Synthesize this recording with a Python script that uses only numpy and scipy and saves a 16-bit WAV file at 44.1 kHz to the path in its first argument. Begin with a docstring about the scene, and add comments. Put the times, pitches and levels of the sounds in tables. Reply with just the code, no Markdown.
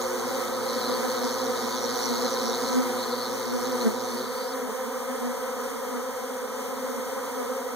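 """From the start, honeybees swarm round a bucket in the undergrowth: their wingbeats blend into a hum
near 250 Hz over a soft hiss, and single bees swell out of it as they pass. Among them a larger insect
rasps at 120 strokes a second. Just after 4 s it speeds up and squeaks, then stops with a short chirp
at about 4.5 s. The bees buzz on to the end, a little quieter. All of this reaches two microphones;
each channel is one microphone minus a delayed copy of the other."""
import sys
import numpy as np
from scipy import signal
from scipy.fft import rfft, irfft, next_fast_len
from scipy.io import wavfile
from scipy.ndimage import uniform_filter1d, map_coordinates

SR = 44100
rng = np.random.default_rng(int(sys.argv[2]) if len(sys.argv) > 2 else 0)


def digitize_waveform(pressure):
    """Quantize a signal to 16-bit integers and store it at the path in sys.argv[1].

    Rows of a 2-D input are taken as channels; values are limited to [-1, 1].
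    """
    field = np.atleast_2d(pressure).T
    bounded = np.clip(field, -1, 1)
    quanta = np.round(bounded * 32767).astype(np.int16)
    wavfile.write(sys.argv[1], SR, quanta)


N = 341775
T = np.arange(N) / SR


# The swarm's low note, the note an octave up, and the buzz above both: f/Hz, level/dB
LOW_NOTE_TONE = [(20, -90), (100, -30), (190, -8), (245, -7.5), (285, -1), (340, -27), (450, -61)]
OCTAVE_TONE = [(20, -120), (290, -26), (390, -1), (500, -3), (560, 2), (630, -29), (760, -56)]
BUZZ_TONE = [(20, -120), (500, -17), (630, -4.5), (760, -3), (870, 1.5), (1000, 0), (1300, -1),
             (1500, -7.5), (1900, -19), (2500, -38), (3200, -19), (6000, -25.5), (15000, -53)]

def swarm():
    """Brisk bees, slower loaded ones and a few off-pitch strays; their tangled overtones buzz."""
    mean_db, swell_db = swarm_activity()
    brisk = wingbeats(count=64, pitch_hz=252.8, drift=.031, waver=.016, swell=3.5, lag_ms=.15, lean=.23)
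    loaded = wingbeats(count=30, pitch_hz=231.4, drift=.05, waver=.026, swell=0, lag_ms=.17, lean=.11)
    strays = wingbeats(count=10, pitch_hz=232.4, drift=.11, waver=.02, swell=1.5, lag_ms=.18, lean=.16)
    bees = unit(brisk) + amp(-2) * unit(loaded) + amp(-13) * unit(strays)
    bees = leaf_echo(bees, echo_db=-21, fade_s=0.24)
    low_note = amp(-3 + 1.1 * swell_db) * shaped(bees, LOW_NOTE_TONE)
    octave = amp(0.2 + 0.69 * swell_db) * shaped(bees, OCTAVE_TONE)
    buzz = amp(-5 + swell_db) * shaped(bees, BUZZ_TONE)
    return amp(mean_db) * (low_note + octave + buzz)


def wingbeats(count, pitch_hz, drift, waver, swell, lag_ms, lean):
    """Each wingbeat is one pulse of air; every bee wanders in pitch, distance and direction."""
    out = np.zeros((2, N + 1))
    t = np.arange(0, N / SR + .2, .004)
    for _ in range(count):
        rate = pitch_hz * np.exp(drift * wobble(1.2, t) + waver * wobble(17, t))
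        cycles = np.cumsum(rate) * t[1] + rng.random()
        beat_times = np.interp(np.arange(2, cycles[-1]), cycles, t)
        strength = np.interp(beat_times, t, amp(1.45 * swell * np.tanh(wobble(3.03, t) / 2)))
        lag_s = np.interp(beat_times, t, lag_ms * wobble(1, t)) / 1000
        rightward = np.interp(beat_times, t, lean * wobble(4, t))
        for mic, side in enumerate((-.5, .5)):
            pulse = strength * (1 + 2 * side * rightward)
            at = (beat_times + side * lag_s - .05) * SR
            inside = (at >= 0) & (at < N)
            whole, part = at[inside].astype(int), at[inside] % 1
            out[mic, whole] += pulse[inside] * (1 - part)  # two samples share each pulse
            out[mic, whole + 1] += pulse[inside] * part
    return out[:, :N] - out.mean()


# How busy the swarm is close by: t/s, level/dB
SWARM_LEVEL = [(0.0, -34), (0.75, -35.0), (0.93, -33.0), (1.77, -35), (2.01, -33), (2.67, -34.0),
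               (2.79, -33), (3.15, -35.5), (3.48, -36), (3.84, -33.5), (3.97, -36.5), (4.9, -37.5),
               (5.35, -36.5), (6.0, -37.5), (6.45, -38), (6.7, -37.5), (7.42, -36.5), (7.75, -38)]

def swarm_activity():
    """The swarm's average level, and how far it swells above or sinks below that, in dB."""
    level_db, = curves(SWARM_LEVEL)
    return level_db.mean(), level_db - level_db.mean()


# Bees passing close by:
# t/s, wingbeat f/Hz, low note level/dB, octave level/dB, lean to the left (0-1), half-length/s
CLOSE_PASSES = [(0.791, 252.4, -42, -35.5, 0.4, 0.061), (0.925, 252, -33, -35, 0.35, 0.036),
                (1.052, 251, -35, -31.5, .65, 0.04), (1.242, 245.5, -33.5, -37, .55, 0.032),
                (1.48, 239.4, -43, -36, 0.2, 0.029), (1.51, 255.7, -42, -33.5, 0.2, .04),
                (1.96, 249, -43, -35.5, 0.1, 0.068), (2.116, 240, -35, -37, 0.9, 0.039),
                (2.251, 243, -33, -33, .3, 0.041), (2.629, 221, -44, -40, .3, .09),
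                (4.679, 218.7, -41, -38.5, .3, 0.064), (4.8, 259.3, -46, -35, .3, 0.037),
                (2.5, 229.7, -32, -35, 0.4, 0.041), (2.782, 255.4, -26.5, -33.5, 1, 0.037),
                (3.554, 244, -32.5, -36, 0.9, 0.036), (3.751, 249, -31, -33.5, .25, 0.038),
                (3.871, 225.3, -21.5, -27, 0.8, 0.015), (4.146, 241, -31, -43, 0, 0.029),
                (4.556, 258.7, -36, -35, 0.1, 0.0362), (4.65, 257, -33, -39, 0.3, 0.033),
                (5.107, 253, -29.5, -40, 0, 0.027), (5.264, 244, -30.5, -36.5, 0.6, 0.041),
                (5.958, 250, -34, -39, 0.55, 0.033), (6.883, 251, -40, -48, 0.7, 0.037),
                (6.976, 241, -39, -55, 0.4, .035), (7.188, 267.4, -44, -37.5, 0.1, 0.039),
                (7.415, 248, -40, -33, 0.7, 0.031)]

def passing_bees(doppler_s=0.00036, waver=0.0083):
    """A close bee swells and fades; the quicker it goes by, the further its pitch falls."""
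    out = np.zeros((2, N + SR))
    t = np.arange(SR // 2) / SR - 1 / 4  # zero when the bee is closest
    sides = np.array([[1], [-1]])  # left, right
    for when, hz, low_db, octave_db, lean, half_s in CLOSE_PASSES:
        swell = np.hanning(len(t)) / (1 + (t / half_s) ** 2)
        fall = doppler_s / half_s * np.tanh(t / half_s)
        pitch = hz * (1 - fall + waver * wobble(24.87, t + 1))
        lag_s = rng.normal(0, 0.0001) * sides / 2
        phase = 2 * np.pi * (np.cumsum(pitch) / SR + hz * lag_s)
        levels = [low_db - 2, octave_db - 3] + [octave_db - 14 - 2 * k for k in range(7)]
        buzz = sum(amp(db) * np.sin(k * phase + 2 * np.pi * rng.random())
                   for k, db in enumerate(levels, 1))
        out[:, round(when * SR):][:, :len(t)] += np.sqrt(2) * swell * buzz * (1 + lean * sides)
    return out[:, SR // 4:][:, :N]


# The larger insect's strokes a second, before the speed-up is added: t/s, f/Hz
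CRUISING_RATE = [(0.05, 122), (0.42, 118.8), (0.9, 120.2), (1.05, 118.6), (1.55, 120.8), (1.66, 119.5),
                 (2.08, 121), (2.35, 119.5), (2.55, 121), (2.8, 119.8), (4.14, 120.3)]

def large_insect(speed_up=.115, jitter=0.005):
    """Each stroke pushes the air and scrapes: a low hum under a trill of short bursts."""
    cruise, = curves(CRUISING_RATE)
    rate = cruise * (1 + speed_up * ramp(start_s=4.16, length_s=0.156))
    strokes = np.cumsum(rate * (1 + jitter * wobble(29.88, T))) / SR  # strokes made so far
    hum = at_both_mics(insect_hum(strokes), lag_ms=-0.1)
    trill = rasp(strokes) + squeaks(strokes) + last_chirp()
    return hum + leaf_echo(at_both_mics(trill, lag_ms=-0.017), echo_db=-13, fade_s=0.04)


# The pure tones in the insect's hum: multiple of the stroke rate, level/dB
HUM_TONES = [(1, 0.5), (2, 8), (3, 2), (4, -3), (5, -11.5)]
# The changing boost on the third of those tones: t/s, level/dB
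THIRD_TONE_BOOST = [(0.0, 7), (0.13, 8), (0.3, 3.5), (1.05, 1), (2.55, 4), (2.76, -1), (2.88, 5.5),
                    (3.2, 0), (3.9, 5.5), (4.05, -2), (4.2, 6)]

def insect_hum(strokes, fade_start_s=4.23, fade_db_per_s=86, waver_db=1.1):
    """Air pushed by the strokes hums on, then dies away, the highest tones first."""
    fade_db = fade_db_per_s * np.maximum(T - fade_start_s, 0)
    boost_db, = curves(THIRD_TONE_BOOST)
    hum = np.zeros(N)
    for k, db in HUM_TONES:
        level_db = db + (k == 3) * boost_db - k * fade_db + waver_db * wobble(15, T)
        hum += amp(level_db) * np.sin(2 * np.pi * (k * strokes + rng.random()))
    return np.sqrt(2) * amp(-49) * hum


# How strong the two scrapes are: t/s, low scrape level/dB, high scrape level/dB
SCRAPE_LEVELS = [(0.0, -45, -44), (0.1, -49.5, -46), (0.42, -45, -45.5), (0.62, -44.5, -50),
                 (0.72, -41.5, -44), (0.93, -42.5, -46), (1.02, -45.5, -47), (1.2, -39, -42),
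                 (1.35, -43.5, -43), (1.75, -41, -41), (1.9, -39, -39.5), (2.08, -40.5, -43),
                 (2.21, -42, -38.5), (2.5, -39, -43.5), (2.8, -42, -41.5), (2.87, -46, -59),
                 (2.95, -45, -52), (3.1, -44.5, -50), (3.3, -44, -46), (3.6, -45.5, -46.5),
                 (3.9, -48, -45.5), (4.18, -43.5, -47.5), (4.3, -48, -59), (4.42, -49, -57),
                 (4.51, -48.5, -57.5), (4.55, -68, -70)]
# The tone of the low scrape and of the high one: f/Hz, level/dB
LOW_SCRAPE_TONE = [(1500, -58), (2800, -20.5), (3500, -9), (3900, -5.5), (4220, 0.5), (4500, -4),
                   (4900, -2.5), (5400, -6), (6500, -43)]
HIGH_SCRAPE_TONE = [(4600, -37), (5300, 8.5), (5800, 1.5), (6380, 0), (6600, -3), (6850, -5), (7600, -19),
                    (11000, -40)]

def rasp(strokes, lead=0.036, between_strokes=.11, flutter_db=0.5):
    """A short bright scrape leads a longer, lower one; the return stroke scrapes faintly."""
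    return_stroke = amp(-9) * burst(strokes - .58, sharpness=2.6)
    low_bursts = burst(strokes, sharpness=1.5) + return_stroke
    high_bursts = burst(strokes + lead, sharpness=2.6)
    low = patchy(scraping(strokes), depth_db=1.3) * (low_bursts + between_strokes)
    high = patchy(scraping(strokes), depth_db=1.5) * (high_bursts + between_strokes)
    low_db, high_db = curves(SCRAPE_LEVELS)
    steady = amp(low_db - 3.5) * shaped(low, LOW_SCRAPE_TONE)
    steady += amp(high_db - 3.5) * shaped(high, HIGH_SCRAPE_TONE)
    return (steady + ringing(low, high)) * amp(flutter_db * wobble(16, T))


def burst(strokes, sharpness):
    """One smooth burst a stroke; more sharpness makes it shorter."""
    return np.maximum(np.cos(2 * np.pi * strokes), 0) ** sharpness


def scraping(strokes, likeness=.58):
    """Noise that partly repeats: each stroke rubs over much the same surface as the one before."""
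    noise = rng.standard_normal((int(strokes[-1]) + 2, SR // 100))  # one row a stroke
    surface = signal.lfilter([1], [1, -likeness], noise, axis=0)
    row = strokes.astype(int)
    samples_in = np.arange(N) - np.searchsorted(row, row)
    return surface[row, samples_in % surface.shape[1]]


def patchy(x, depth_db):
    """Narrow bands of pitch swell and fade at random, a few hundredths of a second each."""
    bands = signal.stft(x, nperseg=256)[2]
    patches = uniform_filter1d(rng.standard_normal(bands.shape), size=3, axis=0)
    patches = uniform_filter1d(patches, size=24, axis=1)
    return unit(signal.istft(bands * amp(depth_db * unit(patches)), nperseg=256)[1][:N])


# Moments when the rasp rings: t/s, f/Hz, level/dB, half-length/s
RINGS = [(0.017, 6600, -37.5, 0.018), (0.2, 6320, -47, .015), (0.83, 4120, -44, .035),
         (0.937, 4150, -44, .035), (1.319, 6280, -44, .025), (1.837, 5700, -34, 0.022),
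         (2.05, 5740, -35, 0.037), (2.047, 4400, -42, .025), (2.163, 4240, -37, .016),
         (2.277, 4260, -44, 0.038), (2.337, 5820, -44, .02), (2.46, 5620, -40, .04),
         (2.55, 6440, -42, 0.014), (2.68, 4240, -42, 0.015), (2.74, 6300, -46, .055),
         (3.03, 4150, -40.5, 0.021), (3.15, 4280, -42, 0.022), (3.22, 4380, -39, 0.024),
         (3.6, 5530, -39, .05), (3.81, 4320, -39.5, 0.025)]

def ringing(low, high, half_width_hz=260):
    """Now and then the scraping catches one narrow resonance, which swells and fades."""
    out = np.zeros(N)
    for when, hz, db, half_s in RINGS:
        span = slice(max(round(when * SR) - SR // 4, 0), round(when * SR) + SR // 4)
        scrape = low if hz < 5000 else high
        band = signal.butter(1, [hz - half_width_hz, hz + half_width_hz], "bandpass", fs=SR)
        swell = np.exp(-((T[span] - when) / half_s) ** 2 / 2)
        out[span] += amp(db - 9) * unit(signal.filtfilt(*band, scrape[span])) * swell
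    return out


def squeaks(strokes, start_s=4.3, end_s=4.47, first_hz=4700, climb_hz_per_s=4800, fall=0.22):
    """The closing strokes ring out as tiny falling squeaks, each higher and louder than the last."""
    top_hz = first_hz + climb_hz_per_s * np.maximum(T - start_s, 0)
    within_stroke = strokes % 1
    pitch = top_hz * (1 - fall * within_stroke)
    growth = np.sqrt(ramp(start_s, end_s - start_s)) * (T < end_s)
    pulses = np.sin(np.pi * within_stroke) ** 2
    return amp(-41.5) * growth * pulses * np.sin(2 * np.pi * np.cumsum(pitch) / SR)


# The path of the insect's closing chirp: t/s, f/Hz, level/dB
CHIRP_PATH = [(4.468, 4950, -20), (4.475, 5250, -1), (4.494, 5280, -1), (4.506, 5200, -6),
              (4.518, 5100, -1), (4.538, 3800, -5), (4.548, 3600, -30)]

def last_chirp(roughness=0.017):
    """The very last stroke holds a rough, high note, then slides down."""
    pitch, level_db = curves(CHIRP_PATH)
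    pitch *= 1 + roughness * wobble(900, T)
    sounding = (T > CHIRP_PATH[0][0]) & (T < CHIRP_PATH[-1][0])
    return amp(level_db - 42.5) * sounding * np.sin(2 * np.pi * np.cumsum(pitch) / SR)


def leaf_echo(x, echo_db, fade_s):
    """Leaves scatter the sound into a short, blurred echo, different at each microphone."""
    t = np.arange(SR // 8) / SR
    tail = rng.standard_normal((2, len(t))) * amp(-60 * t / fade_s)
    tail /= np.linalg.norm(tail, axis=1, keepdims=True)
    return x + amp(echo_db) * signal.fftconvolve(x, tail, axes=1)[:, :N]


# The tone of the fine hiss and of the low air noise: f/Hz, level/dB
HISS_TONE = [(40, 9.5), (110, 4), (320, -1), (800, 5.5), (1500, 9.5), (2150, 11), (2700, -4), (3200, 5),
             (4000, -1.6), (5100, -2), (5850, 8), (6500, 4), (9000, 3.5), (11600, -2.5), (13500, 1.5),
             (15000, 1.7)]
AIR_TONE = [(20, -9), (45, -20), (70, -11), (110, -3.5), (180, -3), (300, -3), (800, -7), (3000, -56)]

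def background(flicker_db=0.63):
    """A fine hiss, different on each side, and faint air noise shared by both swell with the swarm."""
    mean_db, swell_db = swarm_activity()
    hiss = shaped(rng.standard_normal((2, N)), HISS_TONE) * amp(flicker_db * wobble(14, T))
    air = shaped(rng.standard_normal(N), AIR_TONE)
    return amp(mean_db - 6 + 0.89 * swell_db) * hiss + amp(-50.5 + 1.46 * swell_db) * air


def amp(db):
    """Turns decibels into a number to multiply by."""
    return 10 ** (np.asarray(db) / 20)


def unit(x):
    """Scales x to an average strength (rms) of 1."""
    return x / np.sqrt(np.mean(x ** 2) + 1e-20)


def curves(rows):
    """Turns each column after the time into one value per sample."""
    times, *columns = np.transpose(rows)
    return [np.interp(T, times, column) for column in columns]


def ramp(start_s, length_s):
    """Rises evenly from 0 to 1, then stays there."""
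    return np.clip((T - start_s) / length_s, 0, 1)


def wobble(rate, t):
    """A smooth curve at the times t, through `rate` random points a second."""
    steps = np.arange(0, t[-1] * rate + 1, 1 / 8)
    smooth = map_coordinates(rng.standard_normal(1024), [steps + 2], mode="mirror")
    return np.interp(t * rate, steps, smooth)


def filtered(x, response):
    """Scales and delays each frequency in x as response(hz) says."""
    size = next_fast_len(N + 8192, True)
    return irfft(rfft(x, size) * response(np.fft.rfftfreq(size, 1 / SR)), size)[..., :N]


def level_at(points, hz):
    """Reads between the rows of an f/Hz, level/dB table, with octaves evenly spaced."""
    f, db = np.transpose(points)
    return np.interp(np.log(hz + 1), np.log(f), db)


def shaped(x, tone):
    """Gives x the tone in a table, at strength 1."""
    return unit(filtered(x, lambda hz: amp(level_at(tone, hz))))


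def at_both_mics(x, lag_ms):
    """One sound at both microphones; with a negative lag it reaches the right one first."""
    return filtered(x, lambda hz: np.exp(1j * np.pi * hz * lag_ms * np.array([[1e-3], [-1e-3]])))


def scene():
    """Everything that reaches the two microphones."""
    return swarm() + passing_bees() + large_insect() + background()


# How much more the left microphone picks up than the right: f/Hz, level/dB
MIC_BALANCE = [(100, 2), (350, 2.5), (700, -5), (1200, -0.5), (1900, -3.5), (3200, -3.5), (4500, 10),
               (5800, 3.5), (7000, 3.5), (12000, 5), (15000, 7)]

def record(dry, delay_s=1 / 2590, top_hz=15750):
    """Taking the delayed opposite microphone from each side widens the sound and thins some pitches."""
    heard = filtered(dry, lambda hz: amp(level_at(MIC_BALANCE, hz) * np.array([[.5], [-.5]])))
    opposite = filtered(heard[::-1], lambda hz: np.exp(-2j * np.pi * hz * delay_s))
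    return filtered(heard - opposite, lambda hz: hz < top_hz)


dry = scene()
out = record(dry)
digitize_waveform(out)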